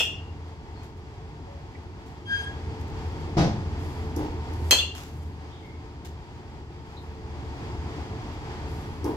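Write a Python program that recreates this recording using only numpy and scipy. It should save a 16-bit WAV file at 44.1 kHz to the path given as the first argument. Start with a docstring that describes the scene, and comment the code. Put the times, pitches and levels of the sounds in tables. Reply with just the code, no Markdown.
"""A roofed batting cage, heard through a camera's stereo microphone. Straight ahead an aluminium bat hits
two pitched balls, its barrel ringing as it swings round. Off to the left, pitching machines hum and
launch balls with a hollow thunk, one ball thuds on a backstop, others rattle the netting, and something
squeaks once. A few faint chirps come from far off. Each ping makes the camera's gain control turn the
whole yard down for about two seconds."""
import sys
import numpy as np
from scipy import signal
from scipy.fft import rfft, irfft, next_fast_len
from scipy.io import wavfile
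from scipy.ndimage import uniform_filter1d, minimum_filter1d, map_coordinates

SR = 44100
rng = np.random.default_rng(int(sys.argv[2]) if len(sys.argv) > 2 else 0)


def file_out(sig):
    """Save sig as 16-bit WAV at sys.argv[1]."""
    # one column per channel
    cols = np.atleast_2d(sig).T
    # limit, then scale
    lim = np.clip(cols, -1, 1)
    pcm = np.round(lim * 32767).astype(np.int16)
    wavfile.write(sys.argv[1], SR, pcm)


N = 403956

# Bat on ball, straight ahead. Each row: start in seconds, ring, crack and knock levels in dB,
# off-centre share from 0 to 1, lobe strength from 0 to 1.
BAT_HITS = [(-0.012, -8.5, -21.5, -24, 0.79, 0), (4.7094, -6, -11, -16, 0.03, 1.0)]
# The barrel's modes. Each row: frequency in Hz, sweet-spot and off-centre levels in dB, t60 in seconds,
# lobe gain in dB, seconds after the blow when the lobe faces the microphone.
BARREL_MODES = [(2602.5, -4, -0.5, 0.18, 2, 0.092), (2772, -24.5, -9, 0.52, 26, 0.123),
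                (2810, -18.5, -5, 0.48, 18, 0.1), (3194, 2.5, -8.5, 0.222, 4.5, 0.094),
                (3220, -12, -6.5, .25, 3, 0.11), (3430, -22, 1.5, 0.22, 39, 0.08899),
                (4210, 2, -35, 0.25, 0, 0.104), (4380, -9, -43, 0.27, 6, .1),
                (4590, -14, -36, 0.3, 11, .09), (5230, -32.5, -8.5, 0.21, -2, 0.058),
                (5680, -32, -12, 0.23, -3, .05), (6400, -2.5, -26.5, 0.17, -11, 0.039),
                (7400, -11.5, -21.5, 0.21, -5, .05), (13240, -14.5, -40, .13, -5.5, .05)]
# Balls leaving the machine. Each row: start in seconds, thunk level in dB, tick level in dB.
LAUNCHES = [(4.163, -24.5, -42), (9.043, -21.5, -42.5)]
# A ball on the backstop. Each row: start in seconds, level in dB.
BACKSTOP_THUDS = [(3.367, -17)]
# Modes of the chute and the backstop. Each row: frequency in Hz, relative level in dB, t60 in seconds.
CHUTE_MODES = [(302, -2, 0.48), (332, 1.5, 0.15), (368, -4, 0.29), (452, -9.5, 0.24), (164, -9, .25)]
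BACKSTOP_MODES = [(103, -1.5, 0.8), (129.3, 0.5, 0.47), (167, 0.5, 0.32), (212, 4.5, 0.37), (330, 3, 0.27),
                  (386.5, -3.5, 0.44), (470, -13, 0.26), (553, -22, .25), (705, 1, .28)]
# Balls and knocks in the netting. Each row: start in seconds, level in dB, t60 in seconds.
NET_RATTLES = [(0.479, -53, 0.069), (0.829, -46.5, 0.24), (0.97, -55, .2), (1.83, -56, 0.087),
               (2.06, -52, 0.45), (2.81, -47.5, 0.06), (4.53, -48, 0.1), (4.948, -35, 0.58),
               (6.047, -36.5, 0.16), (8.33, -55.5, 0.12)]
# The squeal's overtones. Each row: multiple of the pitch, relative level in dB.
SQUEAK_OVERTONES = [(2, -5), (3, -17), (4, -22), (5, -19.5), (6, -36), (7, -41), (8, -41)]
# The wheels slow a little. Each row: time in seconds, drone pitch in Hz, dB on top of the drone's cycle.
WHEEL_DRIFT = [(0, 83.4, -1.5), (2.6, 83.24, -1), (3.8, 82.7, 2.5), (5.3, 79.56, 1), (7.3, 76.36, -1.5),
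               (9.16, 76.46, -4)]
# The drone's swell in every pitching cycle. Each row: seconds after a pitch, level in dB.
DRONE_SWELL = [(0, -38.5), (0.22, -44), (0.47, -29.5), (0.75, -37.5), (1.1, -31), (1.5, -43), (2.6, -42.5),
               (3.55, -37)]
# The motors' hum. Each row: frequency in Hz, relative level in dB.
MOTOR_TONES = [(150.7, -8.5), (296.1, -13), (360, -11), (441.4, -10), (915, -15)]
# Machine housing resonances in the hiss. Each row: centre in Hz, width in Hz, boost in dB.
HOUSING_PEAKS = [(900, 200, 2.5), (3310, 170, 4.5), (4800, 400, 3)]
# Far chirps and clinks. Each row: start in seconds, pitch in Hz, level in dB, t60 in seconds,
# width as a share of the pitch.
FAR_CHIRPS = [(.75, 4300, -45.5, 0.35, .05), (1.46, 557, -37, 0.62, 0.013), (1.748, 2100, -35, 0.077, 0.14),
              (5.5, 3400, -43, 0.61, 0.14), (5.62, 2160, -41, 0.59, .06), (6.965, 3920, -38, 0.19, 0.1)]
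# The batter shifts his feet. Each row: start in seconds, length in seconds, lowest grit level in dB.
FOOT_SHIFTS = [(0.897, 2.2, -61), (2.783, 0.52, -53.5), (5.894, 1.1, -61)]
# His clothes as he moves the bat. Each row: peak time in seconds, level in dB, half-length in seconds.
CLOTH_SWELLS = [(5.224, -62, 0.112), (5.67, -65, .05), (7.0, -68, 0.14)]
# Noise colours at the microphone. Each row: frequency in Hz, relative level in dB.
CRACK_SPECTRUM = [(300, -24.5), (900, -8), (1600, 0.5), (2500, 1.5), (6000, 4), (8000, 3.5), (9200, -4.5),
                  (13500, -1.5), (15500, -19.5)]  # the bat at contact
KNOCK_SPECTRUM = [(80, -28.5), (240, -11), (400, -5), (520, -3.5), (750, -5), (1150, -12), (2200, -12.5),
                  (6000, -53.5)]  # the ball at contact
BOOM_SPECTRUM = [(60, -17.5), (220, -13), (320, -2), (460, -3), (620, -18), (850, -8.5), (1400, -27.5),
                 (6000, -48.5)]  # the chute
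TICK_SPECTRUM = [(1000, -23), (4000, -13), (5500, 3.5), (8500, -8.5), (12000, -1.5), (15500, -14.5)]  # wheels grabbing a ball
SLAP_SPECTRUM = [(50, -3), (130, 1.5), (400, -7), (750, -2), (1080, -11.5), (1300, -15), (3000, -20.5),
                 (5700, -21.5), (8500, -40), (15000, -53.5)]  # the backstop panel
WIRE_SPECTRUM = [(300, -18), (900, 6.5), (2000, 3), (4500, 0.5), (7400, -0.5), (9000, -10), (12500, -5.5),
                 (15500, -14)]  # netting and grit
HISS_SPECTRUM = [(3000, -24.5), (7000, -3), (9200, -6.5), (10000, -9), (11400, -2.5), (13000, -7),
                 (15500, -21)]  # sliding ball, swing and cloth
RUMBLE_SPECTRUM = [(12, -59), (20, -25), (59, -2), (81, 0.5), (155, -9.5), (179, -13.5), (290, -12.5),
                   (354, -14), (409, -16), (439, -14.5), (499, -26), (600, -25.5), (780, -50), (1320, -120)]  # the machines
AIR_SPECTRUM = [(290, -33), (500, -9), (649, -10), (697, -4), (917, -3.5), (986, -6.5), (1210, -9.5),
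                (1500, -12.5), (1970, -12), (2960, -17.5), (3270, -20), (4760, -21.5), (7670, -29),
                (8860, -38.5), (15800, -46)]  # the open yard
# Likeness of the microphone's two ports. Each row: frequency in Hz, left-right correlation.
PORT_LIKENESS = [(60, 0.897), (300, 0.98), (700, 0.78), (1500, 0.57), (5000, 0.098), (14000, 0.14)]
# Reverberation under the roof. Each row: frequency in Hz, t60 in seconds.
CAGE_DECAY = [(100, 0.65), (600, 0.41), (3000, 0.39), (7000, 0.36), (14000, 0.21)]


def bat():
    """A crack, the ball's knock, and barrel modes whose lobes sweep past the microphone in the swing."""
    out, t = np.zeros((2, N)), np.arange(SR) / SR
    doppler = 1 + .005 * np.sin(2 * np.pi * 13 * (t - .018)) * fade(.8)
    for start, ring_db, crack_db, knock_db, off_centre, lobe_strength in BAT_HITS:
        barrel = np.zeros((2, SR))
        for hz, sweet_db, off_db, t60, lobe_db, facing_s in BARREL_MODES:
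            mode_db = sweet_db + off_centre * (off_db - sweet_db)
            lobe = 1 + (amp(lobe_strength * lobe_db) - 1) * np.exp(-((t - facing_s) / 0.013) ** 2)
            phase = 2 * np.pi * (hz * np.cumsum(doppler) / SR + rng.random())
            # paths from the moving barrel interfere differently at each port
            flutter = np.array([0.8 * wobble(90, SR) + 0.5 * wobble(380, SR) for port in range(2)])
            barrel += amp(mode_db) * lobe * fade(t60) * np.sin(phase + (1.1 + 0.22 * lobe_strength) * flutter)
        barrel *= amp(ring_db) * onset(0.0029)
        snap = amp(12) * burst(CRACK_SPECTRUM, t60=.01, rise=.0001)
        crack = amp(crack_db) * (snap + amp(-2) * burst(CRACK_SPECTRUM, t60=0.18, rise=0.0032))
        knock = amp(knock_db) * burst(KNOCK_SPECTRUM, t60=0.07, rise=0.00099)
        roof_echo = 1.78 * np.roll(knock, round(0.015 * SR), axis=1)
        ping = cage(barrel, wet_db=-7.5) * lean_left(1.6)
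        add(out, start, ping + cage(crack + knock + roof_echo, wet_db=-5.5))
    return out


def pitches():
    """The wheels grab a ball with a tick and the chute booms."""
    out = np.zeros((2, N))
    for start, thunk_db, tick_db in LAUNCHES:
        thunk = 0.77 * ring(CHUTE_MODES) + amp(-3) * burst(BOOM_SPECTRUM, t60=0.53, rise=0.013)
        tick = 2.1 * burst(TICK_SPECTRUM, t60=.02, rise=.0003)
        tick += 0.48 * burst(TICK_SPECTRUM, t60=0.21, rise=.003)
        add(out, start, cage(amp(thunk_db) * thunk + amp(tick_db) * tick, wet_db=-8.5))
    return out


def backstop():
    """A ball sinks into a hanging panel, which booms and shakes its fence."""
    out = np.zeros((2, N))
    for start, db in BACKSTOP_THUDS:
        panel = amp(-7) * ring(BACKSTOP_MODES) + amp(2.5) * burst(SLAP_SPECTRUM, t60=0.31, rise=0.0201)
        add(out, start, amp(db) * cage(panel, wet_db=-3))
    return out


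def squeak(start=2.248, swell_s=0.142, gripped_hz=1618, slack_hz=31.9, slip_hz=29.7, stutter_t60=0.7):
    """A stick-slip squeal: a pure swell, then brighter, raspier and stuttering as it loses grip."""
    t = np.maximum(np.arange(N) / SR - start, 0)
    grip = np.exp(-((t - .7 * swell_s) / 0.14) ** 4)
    hz = gripped_hz + slack_hz * (1 - grip)
    phase = 2 * np.pi * np.cumsum(hz * (1 + 0.0031 * wobble(200))) / SR
    swell = amp(-14.5) * np.sin(np.pi * np.minimum(t / swell_s, 1) ** 1.6) ** 2
    slipping_s = np.maximum(t - swell_s, 0)
    slips = np.abs(np.sin(np.pi * slip_hz * slipping_s))
    stutter = amp(-24.5 - 60 * slipping_s / stutter_t60) * slips * grip ** .125
    brightness = amp(-26.5) * np.exp(-((t - 0.12) / 0.084) ** 2) * (1 - np.exp(-t / .01))
    overtones = sum(amp(db + 3.674 * wobble(40.3)) * np.sin(k * phase) for k, db in SQUEAK_OVERTONES)
    rasp = amp(-16.5) * noise([(1200, -20), (2200, -0.5), (5500, -4.5), (9000, -29)])
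    tone = swell * np.sin(phase) + stutter * (np.sin(phase) + amp(-11) * np.sin(2 * phase))
    return cage(tone + brightness * (overtones + rasp), wet_db=-11) * lean_left(1.6)


def netting():
    """Wire links chatter briefly where a ball lands."""
    out = np.zeros((2, N))
    for start, db, t60 in NET_RATTLES:
        chatter = amp(db + 2.7 * wobble(400, SR))
        add(out, start, cage(chatter * burst(WIRE_SPECTRUM, t60, rise=0.0018), wet_db=-9.5))
    return out


def machines():
    """Spinning wheels drone and beat against each other over a rumble and the motors' hum."""
    t = np.arange(N) / SR
    times, pitch, trim = np.transpose(WHEEL_DRIFT)
    drone_hz, trim_db = np.interp(t, times, pitch), np.interp(t, times, trim)
    first, second = LAUNCHES[0][0], LAUNCHES[1][0]
    cycle_db = np.interp(t - first, *np.transpose(DRONE_SWELL), period=second - first)
    drone_gain = amp(cycle_db + trim_db + 1.3 * wobble(15))
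    drone = hum(drone_hz, drift=0.37) + amp(-9.5) * hum(76.5, drift=1.6)
    motors = sum(amp(db + 1.8 * wobble(6)) * hum(hz, drift=1.34) for hz, db in MOTOR_TONES)
    rumble_gain = amp(-34.5 + 0.27 * trim_db + 0.7 * wobble(14))  # partly follows the wheels
    return drone_gain * drone + rumble_gain * (noise(RUMBLE_SPECTRUM) + amp(-6.5) * motors)


def chirps():
    """Faint narrow calls and clinks, smeared by distance."""
    out = np.zeros((2, N))
    for start, hz, db, t60, width in FAR_CHIRPS:
        white = rng.standard_normal((2, SR))
        band = unit(filtered(white, lambda f: np.exp(-((f / hz - 1) / width) ** 2)))
        add(out, start, amp(db) * band * fade(t60) * onset(0.0564 * t60))
    return out


def grit(ticks=10):
    """Grit ticks under the batter's shoes while he steps back into his stance."""
    out = np.zeros((2, N))
    for start, length, db in FOOT_SHIFTS:
        for when, size in rng.random((ticks, 2)):
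            tick = amp(db + 11 * size) * burst(WIRE_SPECTRUM, t60=0.02, rise=.0004)
            add(out, start + when * length, tick)
    return cage(out, wet_db=-8.5)


def ball_feed(lead_s=0.38):
    """A thin hiss as each ball slides towards the wheels."""
    out = np.zeros((2, N))
    for launch, *_ in LAUNCHES:
        add(out, launch - lead_s, amp(-55) * burst(HISS_SPECTRUM, t60=1.2, rise=0.06))
    return out


def swish(rise_s=0.11):
    """The swing hisses ever louder over the second before each hit."""
    out, seconds_left = np.zeros((2, N)), 1 - np.arange(SR) / SR
    for contact, *_ in BAT_HITS:
        add(out, contact - 1, amp(-54.5) * np.exp(-seconds_left / rise_s) * noise(HISS_SPECTRUM, SR))
    return out


def rustle():
    """The batter's clothes rustle in soft swells."""
    t = np.arange(N) / SR
    swells = sum(amp(db) * np.exp(-((t - peak) / half) ** 2) for peak, db, half in CLOTH_SWELLS)
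    return swells * amp(2 * wobble(60)) * noise(HISS_SPECTRUM)


def air():
    """The hiss of the open yard, coloured by the machine housings."""
    def housing(f):
        return amp(sum(db * np.exp(-((f - hz) / width) ** 2) for hz, width, db in HOUSING_PEAKS))
    return amp(-45 + 1.1 * wobble(12)) * filtered(noise(AIR_SPECTRUM), housing)


def cage(x, wet_db):
    """Direct sound plus a diffuse answer from slab, roof and posts."""
    hz, t, white = signal.stft(noise([(100, 0), (1000, 0)], SR // 2), SR, nperseg=256)
    decay = amp(-60 * t / along(CAGE_DECAY, hz)[:, None])
    tail = signal.istft(white * decay * (1 - np.exp(-t / 0.0034)), SR, nperseg=256)[1]
    tail /= np.linalg.norm(tail[0])
    return x + amp(wet_db) * signal.fftconvolve(x, tail, axes=1)[:, :x.shape[1]]


def amp(db):
    """Decibels to gain."""
    return 10 ** (np.asarray(db) / 20)


def unit(x):
    """Scale to rms 1."""
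    return x / np.sqrt(np.mean(x ** 2) + 1e-20)


def along(points, hz):
    """Interpolate (Hz, value) points on a log axis."""
    knots, values = np.transpose(points)
    return np.interp(np.log(hz + 1), np.log(knots + 1), values)


def wobble(rate, size=N):
    """A smooth random curve, rate knots a second."""
    return map_coordinates(rng.standard_normal(int(size * rate / SR) + 4), [np.arange(size) * rate / SR])


def filtered(x, response):
    """Shape x by a function of frequency."""
    size = x.shape[-1]
    padded = next_fast_len(size + 8192)
    return irfft(rfft(x, padded) * response(np.fft.rfftfreq(padded, 1 / SR)), padded)[..., :size]


def noise(spectrum, size=N):
    """Stereo noise of rms 1: alike in the bass, less so in the treble."""
    def colour(hz):
        angle = np.arccos(along(PORT_LIKENESS, hz)) / 2
        return amp(along(spectrum, hz)) * np.array([np.cos(angle), np.sin(angle)])
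    mid, side = filtered(rng.standard_normal((2, size)), colour)
    return unit(np.array([mid + side, mid - side]))


def add(track, start_s, sound):
    """Mix a sound into a track."""
    start = round(start_s * SR)
    part = sound[:, max(-start, 0):N - start]
    track[:, max(start, 0):][:, :part.shape[1]] += part


def fade(t60):
    """One second of decay, falling 60 dB in t60 seconds."""
    return 1000 ** (-np.arange(SR) / SR / t60)


def onset(rise):
    """One second of climb towards 1, time constant rise."""
    return 1 - np.exp(-np.arange(SR) / SR / rise)


def burst(spectrum, t60, rise):
    """One second of coloured noise that rises and dies away."""
    return noise(spectrum, SR) * fade(t60) * onset(rise)


def ring(modes):
    """A struck body: damped sines starting together."""
    t = np.arange(SR) / SR
    sines = (amp(db) * fade(t60) * np.sin(2 * np.pi * (hz * t + rng.random())) for hz, db, t60 in modes)
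    return sum(sines) * onset(0.00244)


def hum(hz, drift):
    """A sine of rms 1 whose phase wanders by about drift radians."""
    return np.sqrt(2) * np.sin(2 * np.pi * np.cumsum(hz * np.ones(N)) / SR + drift * wobble(5))


def lean_left(db):
    """Stereo gains with the left db above the right."""
    return amp([[db / 2], [-db / 2]])


def from_left(x, lead_s=.00018):
    """Sound from the left reaches that port a little earlier and louder."""
    return filtered(x, lambda hz: np.exp(1j * np.pi * lead_s * hz * np.array([[1], [-1]]))) * lean_left(.5)


def gain_control(x, sense_hz=2400, threshold_db=-29, max_cut_db=7, hold_s=2.08, recover_db_per_s=9.5):
    """Loud treble turns everything down at once; the camera's gain waits, then creeps back up."""
    treble = filtered(x, lambda hz: hz > sense_hz)
    power = np.abs(uniform_filter1d(np.mean(treble ** 2, axis=0), size=256))
    needed_db = np.clip(threshold_db - 10 * np.log10(power + 1e-12), -max_cut_db, 0)
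    hold = int(hold_s * SR)
    held_db = minimum_filter1d(needed_db, hold, origin=(hold - 1) // 2)
    climb_db = recover_db_per_s * np.arange(N) / SR
    return x * amp(np.minimum.accumulate(held_db - climb_db) + climb_db)


def scene():
    """The batter stands in front of the microphone; machines, backstop and netting lie to the left."""
    left_side = machines() + air() + ball_feed() + pitches() + backstop() + netting() + squeak()
    return bat() + swish() + rustle() + grit() + chirps() + from_left(left_side)


def record(dry):
    """The camera rides its gain and keeps nothing above its band limit."""
    return filtered(gain_control(dry), lambda hz: hz < 15800)


dry = scene()
out = record(dry)
file_out(out)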